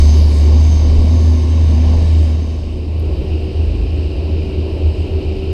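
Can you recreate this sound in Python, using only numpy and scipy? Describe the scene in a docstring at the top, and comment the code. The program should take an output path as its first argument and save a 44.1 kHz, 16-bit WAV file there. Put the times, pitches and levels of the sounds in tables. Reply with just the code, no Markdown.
"""A booming exhaust note comes first: a loaded diesel dump truck climbs away near the microphone on a muddy
road. Between about 2 and 3 s the near scene fades over into a far one with two trucks up the hill, revving.
Exhaust notes, revs and hums are wavering sines. Roar, rumble, treble and the hiss of fans and wet tyres
are shaped noise that blends from near to far colour; narrower noise bands and dry ticks lie on top."""
import sys
import numpy as np
from scipy import signal
from scipy.io import wavfile
from scipy.ndimage import uniform_filter1d

SR = 44100
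rng = np.random.default_rng(int(sys.argv[2]) if len(sys.argv) > 2 else 0)


def int16_out(signal):
    """Quantize to a 16-bit WAV file."""
    q = np.round(np.clip(np.atleast_2d(signal).T, -1, 1) * 32767)
    wavfile.write(sys.argv[1], SR, q.astype(np.int16))


N = 243864


def gain_of(db):
    """Decibels to amplitude."""
    return 10 ** (np.asarray(db) / 20)


def evened(x):
    """Scales to rms 1."""
    return x / np.sqrt(np.mean(x ** 2) + 1e-20)


def columns(rows, t):
    """Reads every column after the first at the times t, along straight lines between rows."""
    times, *rest = np.transpose(rows)
    return [np.interp(t, times, column) for column in rest]


def wander(rate):
    """Slow irregular drift of rms 1: sines of random phase from rate / 10 to rate [Hz], slower ones stronger."""
    t = np.arange(N) / SR
    drift = np.zeros(N)
    for hz in np.geomspace(rate / 10, rate, 16):
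        drift += np.sin(2 * np.pi * (hz * t + rng.random())) / np.sqrt(hz)
    return evened(drift)


def tone(hz, db, waver_hz, flutter_db, rate):
    """A sine at the level db; its pitch and level waver irregularly."""
    turns = np.cumsum(hz + waver_hz * wander(rate)) / SR + rng.random()
    level = gain_of(db + flutter_db * wander(rate))
    return np.sqrt(2) * level * np.sin(2 * np.pi * turns)


# Fade from the near scene to the far one: (time [s], share of the far scene [0-1])
SCENE_FADE = [(0, 0), (2.2, 0.12), (2.6, 0.36), (3.05, 0.89), (5.53, 0.98)]


def far_share(t):
    """Share of the far scene at the times t, as the scenes blend."""
    return np.clip(columns(SCENE_FADE, t)[0], 0, 1)


def spectrum(rows, hz):
    """Amplitude of each bin, of rms 1: levels joined on a log frequency scale, -120 dB outside."""
    table_hz, db = np.transpose(rows)
    return evened(gain_of(np.interp(np.log(hz + 1), np.log(table_hz + 1), db, -120, -120)))


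def noise(near, far, size, patchy_db):
    """Random short-time spectra, blending from the near colour to the far one, with drifting patches."""
    hop = size // 4
    frames, hz = N // hop + 5, np.fft.rfftfreq(size, 1 / SR)
    real, imag, patches = rng.standard_normal((frames, len(hz), 3)).T
    patches = uniform_filter1d(patches, size // 90, 0)  # nearly 500 Hz wide
    patches = evened(uniform_filter1d(patches, 16000 // size, 1))  # 0.1 s long or less
    share = far_share(np.arange(frames) * hop / SR)
    near_power = np.outer(spectrum(near, hz) ** 2, 1 - share)
    far_power = np.outer(spectrum(far, hz) ** 2, share)
    bins = (real + 1j * imag) * np.sqrt(near_power + far_power) * gain_of(patchy_db * patches)
    return evened(signal.istft(bins, nperseg=size, noverlap=3 * hop)[1][:N])


# Exhaust note of the nearest engine: (time [s], firing rate [Hz], level before throb and flutter [dB])
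NEAR_EXHAUST = [(0, 73.5, -5.5), (.25, 75.6, -7), (.45, 74.45, -8), (.7, 76.6, -8.5), (.95, 75.65, -8),
                (1.15, 80.55, -9), (1.3, 77.6, -8.5), (1.45, 77.9, -13), (1.6, 79.84, -8.5), (1.8, 77, -9),
                (2.0, 79.5, -9), (2.2, 77.8, -10), (2.4, 78.1, -14.5), (2.72, 78.2, -19.5),
                (3.05, 79.1, -19.5), (3.6, 78, -18), (4.3, 79.1, -19.5), (4.65, 79, -19), (4.9, 78, -19),
                (5.3, 77.4, -19.5), (5.45, 78.2, -24), (5.53, 79.8, -21.5)]
# Dips of the throb heard in the far scene: (time [s])
THROB_DIPS = [2.8, 3.24, 3.47, 3.79, 4.16, 4.53, 4.7, 5.08, 5.23, 5.37, 5.6]


def exhaust():
    """The booming note; in the far scene it throbs like two close notes beating."""
    t = np.arange(N) / SR
    depth = .68 * far_share(t) ** 2
    beats = np.interp(t, THROB_DIPS, np.arange(len(THROB_DIPS)))  # one uneven beat from dip to dip
    throb = abs(1 - depth * np.exp(2j * np.pi * beats))
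    return throb * tone(*columns(NEAR_EXHAUST, t), waver_hz=.45, flutter_db=0.85, rate=12)


# Roar of the truck close by: (frequency [Hz], relative level per Hz [dB])
NEAR_ROAR = [(45, -32.5), (62, -9.5), (95, -6.5), (140, -7.5), (212, -6), (284, -8.5), (317, -10.5),
             (393, -14), (457, -16), (620, -17.5), (823, -24.5), (1130, -25), (1250, -40), (1500, -67.5)]
# Roar of the trucks up the hill: (frequency [Hz], relative level per Hz [dB])
FAR_ROAR = [(45, -30), (62, -0.5), (95, -7), (125, -5), (264, -9), (311, -2.5), (351, -6), (417, -8),
            (490, -13), (645, -17), (800, -24), (1100, -33), (1200, -39), (1500, -66)]


def roar(level_db):
    """Engine roar: noise below 1500 Hz, puffed a little by each firing stroke."""
    firing = np.cumsum(columns(NEAR_EXHAUST, np.arange(N) / SR)[0]) / SR
    puffs = 1 + 0.063 * np.cos(2 * np.pi * firing)
    return puffs * gain_of(level_db) * noise(NEAR_ROAR, FAR_ROAR, size=4096, patchy_db=0.85)


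# Low rumble, the same near and far: (frequency [Hz], relative level per Hz [dB])
RUMBLE_COLOUR = [(8, -28.5), (20, 1.5), (45, 3), (58, -7.5), (75, -33.5)]


def rumble(level_db):
    """Noise below 75 Hz that comes in lumps as its level wanders."""
    lumps_db = 1.4 * wander(18)
    return gain_of(level_db + lumps_db) * noise(RUMBLE_COLOUR, RUMBLE_COLOUR, size=8192, patchy_db=0.0)


# Hiss close by: (frequency [Hz], relative level per Hz [dB])
NEAR_HISS = [(1150, -31.5), (1300, -7.5), (1900, -6.5), (2300, 0.5), (2520, -5.5), (3060, 0.5),
             (3430, -9.5), (3700, 1), (4080, -5.5), (4880, -1.5), (5600, -7), (5950, -14), (6600, -16),
             (7200, -41.5)]
# Hiss from up the hill: (frequency [Hz], relative level per Hz [dB])
FAR_HISS = [(1150, -31), (1310, -5), (1430, -12.5), (2150, -10.5), (2400, -1), (2800, 2.5), (3100, -2),
            (3380, -13.5), (3750, -7.5), (5050, -8.5), (5500, -18), (6000, -23), (6600, -30), (7200, -53.5)]


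def hiss(level_db):
    """Fans and wet tyres: noise from about 1.2 to 7 kHz."""
    return gain_of(level_db) * noise(NEAR_HISS, FAR_HISS, size=1024, patchy_db=0.68)


# Treble close by: (frequency [Hz], relative level per Hz [dB])
NEAR_TREBLE = [(5900, -28.5), (6500, 2), (7100, -2), (8030, 0), (8600, -1), (9150, -10.5), (10900, -12),
               (13500, -19), (15300, -28.5)]
# Treble from up the hill: (frequency [Hz], relative level per Hz [dB])
FAR_TREBLE = [(5700, -30), (6200, 2), (6900, -0.5), (8300, 3.5), (9470, -3.5), (14300, -11), (15300, -22.5)]


def treble(level_db):
    """Thin, patchy noise above about 6 kHz."""
    return gain_of(level_db) * noise(NEAR_TREBLE, FAR_TREBLE, size=512, patchy_db=1.8)


def whistle(hz, width_hz, db):
    """A flickering band: complex noise smoothed by two one-pole filters, then shifted up to hz."""
    t = np.arange(N) / SR
    pole = np.exp(-np.pi * width_hz / SR)
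    fuzz = rng.standard_normal(N) + 1j * rng.standard_normal(N)
    for _ in range(2):
        fuzz = signal.lfilter([1 - pole], [1, -pole], fuzz)
    band = evened((fuzz * np.exp(2j * np.pi * hz * t)).real)
    return gain_of(db + 1.0 * wander(14)) * band  # flicker of 1 dB rms


# Narrow and wide bands in the near hiss: (centre frequency [Hz], width set by each one-pole filter [Hz])
WHISTLE_BANDS = [(1745, 36), (4780, 1100), (6255, 310), (10050, 500), (11500, 600), (13300, 600)]
# One curve a band, before flicker: (time [s], level [dB])
WHISTLE_CURVES = [
    [(0, -63), (.49, -55), (.7, -64), (1.06, -67), (1.23, -51), (1.4, -58), (2.05, -55.5), (2.4, -59),
     (2.6, -85)],
    [(0, -39), (.2, -39), (.5, -45), (.9, -46.5), (1.3, -49), (1.6, -61), (1.75, -90)],
    [(0, -40), (.16, -41), (.27, -55), (.42, -46), (.51, -50), (.6, -45), (.72, -42), (.95, -54.5),
     (1.16, -46), (1.35, -49), (2.03, -51.5), (2.08, -57), (2.5, -55.5), (2.7, -65), (2.85, -90)],
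    [(0, -57), (.08, -59), (.35, -58), (.46, -68), (1.01, -68), (1.06, -60), (1.3, -61.5), (1.7, -75),
     (1.8, -68), (2.3, -71), (2.5, -81), (2.7, -90)],
    [(0, -69), (.21, -60), (.32, -67), (.46, -65), (.74, -69), (.9, -71), (1.1, -68), (1.25, -90)],
    [(0, -68), (.17, -66), (.26, -74), (.4, -68), (.5, -76), (.6, -95)],
]


def whistles():
    """Bands of noise that come and go in the near hiss."""
    t = np.arange(N) / SR
    return sum(whistle(*band, *columns(curve, t)) for band, curve in zip(WHISTLE_BANDS, WHISTLE_CURVES))


# Steadier tones of driveline and fans: (frequency at the start [Hz], drift [Hz per s])
HUM_TONES = [(106.7, -.12), (248.6, -.3), (365.2, .3), (373, 1.7)]
# One curve a hum, before flutter: (time [s], level [dB])
HUM_CURVES = [
    [(0, -43), (.25, -31), (.5, -33.5), (1.15, -28), (1.5, -29.5), (2.7, -36.5), (3.0, -27), (3.25, -37),
     (3.85, -28.5), (4.25, -37), (4.5, -31), (5.53, -34.5)],
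    [(0, -38), (.15, -31.5), (.75, -33.5), (.9, -29), (1.35, -28), (1.5, -30.5), (1.95, -27.5), (2.6, -36),
     (2.85, -45.5), (3.0, -90)],
    [(0, -41), (.6, -35), (.85, -55), (1.3, -35.5), (1.95, -48.5), (2.2, -38.5), (2.5, -44), (2.8, -40),
     (2.95, -92)],
    [(2.75, -94), (3.05, -35.5), (3.4, -30.5), (3.55, -34.5), (3.65, -45), (3.95, -38.5), (4.1, -35),
     (4.45, -34), (4.7, -30), (5.0, -34.5), (5.15, -28.5), (5.53, -28.5)],
]


def hums():
    """Driveline and fans: sines that drift slowly in pitch."""
    t = np.arange(N) / SR
    return sum(tone(hz + drift_hz * t, *columns(curve, t), waver_hz=.3, flutter_db=0.57, rate=10)
               for (hz, drift_hz), curve in zip(HUM_TONES, HUM_CURVES))


def rev(start, length, from_hz, to_hz, peak_db):
    """A far swell; its pitch glides almost evenly, a little faster at first, and it peaks just before its middle."""
    progress = np.clip((np.arange(N) / SR - start) / length, 0, 1)
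    arch = np.sin(np.pi * progress ** 0.86)
    hz = from_hz + (to_hz - from_hz) * progress ** 0.83
    db = peak_db - 14 * (1 - arch)
    ends = np.minimum(4 * arch, 1)  # fades to silence at both ends
    return ends * tone(hz, db, waver_hz=0.81, flutter_db=3.6, rate=13)


# Engines far up the hill: (start [s], length [s], from [Hz], to [Hz], peak level before flutter [dB])
FAR_REVS = [(2.449, .45, 55, 55.06, -28), (3.05, 0.32, 59.5, 66.5, -19), (3.306, 0.49, 67.7, 73.27, -29),
            (3.199, 0.96, 82.8, 90, -31), (3.45, 0.79, 53, 52, -23.5), (3.6, 0.41, 45.4, 61.7, -20.5),
            (3.896, 0.63, 58, 68.9, -23), (4.1, 0.64, 86, 84.2, -31), (4.404, 0.76, 57.97, 64.4, -28),
            (4.68, 0.49, 70.37, 73.5, -21.5), (4.62, 0.92, 86.2, 83.9, -26.5)]


def revs():
    """The far engines revving: overlapping swells of low tone."""
    return sum(rev(*row) for row in FAR_REVS)


# Faint dry ticks at about 3 s, as the far scene takes over: (time [s], level [dB])
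DRY_TICKS = [(2.9987, -35), (3.002, -44), (3.0085, -55)]


def ticks():
    """Short high rings: 11.3 kHz under a bell-shaped swell well below a millisecond long."""
    out, t = np.zeros(N), np.arange(90) / SR
    ring = np.sin(2 * np.pi * 11300 * t) * np.exp(-((t - .001) / 0.00016) ** 2)
    for time, db in DRY_TICKS:
        first = round((time - .001) * SR)  # the swell is centred 1 ms into the ring
        out[first:][:len(t)] += gain_of(db) * ring
    return out


# Noise at the microphone: (time [s], roar level [dB], hiss level [dB], treble level [dB],
# rumble level before its lumps [dB])
NOISE_LEVELS = [(0, -25.5, -36, -47, -17), (.1, -23.5, -37.5, -49, -24), (.25, -25, -38.5, -53, -22),
                (.38, -24.5, -38.5, -46.5, -27), (.52, -23.5, -38.5, -52.5, -24),
                (.65, -25.5, -39, -50.5, -25), (.9, -23.5, -38.5, -54.5, -17),
                (1.25, -24.5, -40.5, -53.5, -33), (1.55, -25, -40, -55, -29), (1.99, -23.5, -39, -54, -21),
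                (2.27, -27, -40.3, -52.5, -29), (2.36, -27.7, -42.5, -57, -33), (2.56, -30, -45, -60, -33),
                (2.9, -29.5, -46, -63.5, -28), (3.16, -25, -42, -60, -27),
                (3.56, -26.5, -41.5, -61.5, -30.5), (3.8, -26.5, -41.5, -61, -32),
                (4.7, -24.5, -41.3, -61.5, -30), (5.53, -25.5, -40.5, -61.5, -27.5)]


def scene():
    """Sums tones, noise layers, whistles and ticks at the microphone, in one channel."""
    roar_db, hiss_db, treble_db, rumble_db = columns(NOISE_LEVELS, np.arange(N) / SR)
    notes = exhaust() + hums() + revs()
    noises = roar(roar_db) + rumble(rumble_db) + hiss(hiss_db) + treble(treble_db)
    return (notes + noises + whistles() + ticks())[None]


def record(dry):
    """The band limit of the recorder: a symmetric low-pass filter at 15.3 kHz."""
    lowpass = signal.firwin(511, 15300, window=("kaiser", 9), fs=SR)
    return signal.oaconvolve(dry, lowpass[None], "same", axes=1)


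dry = scene()
out = record(dry)
int16_out(out)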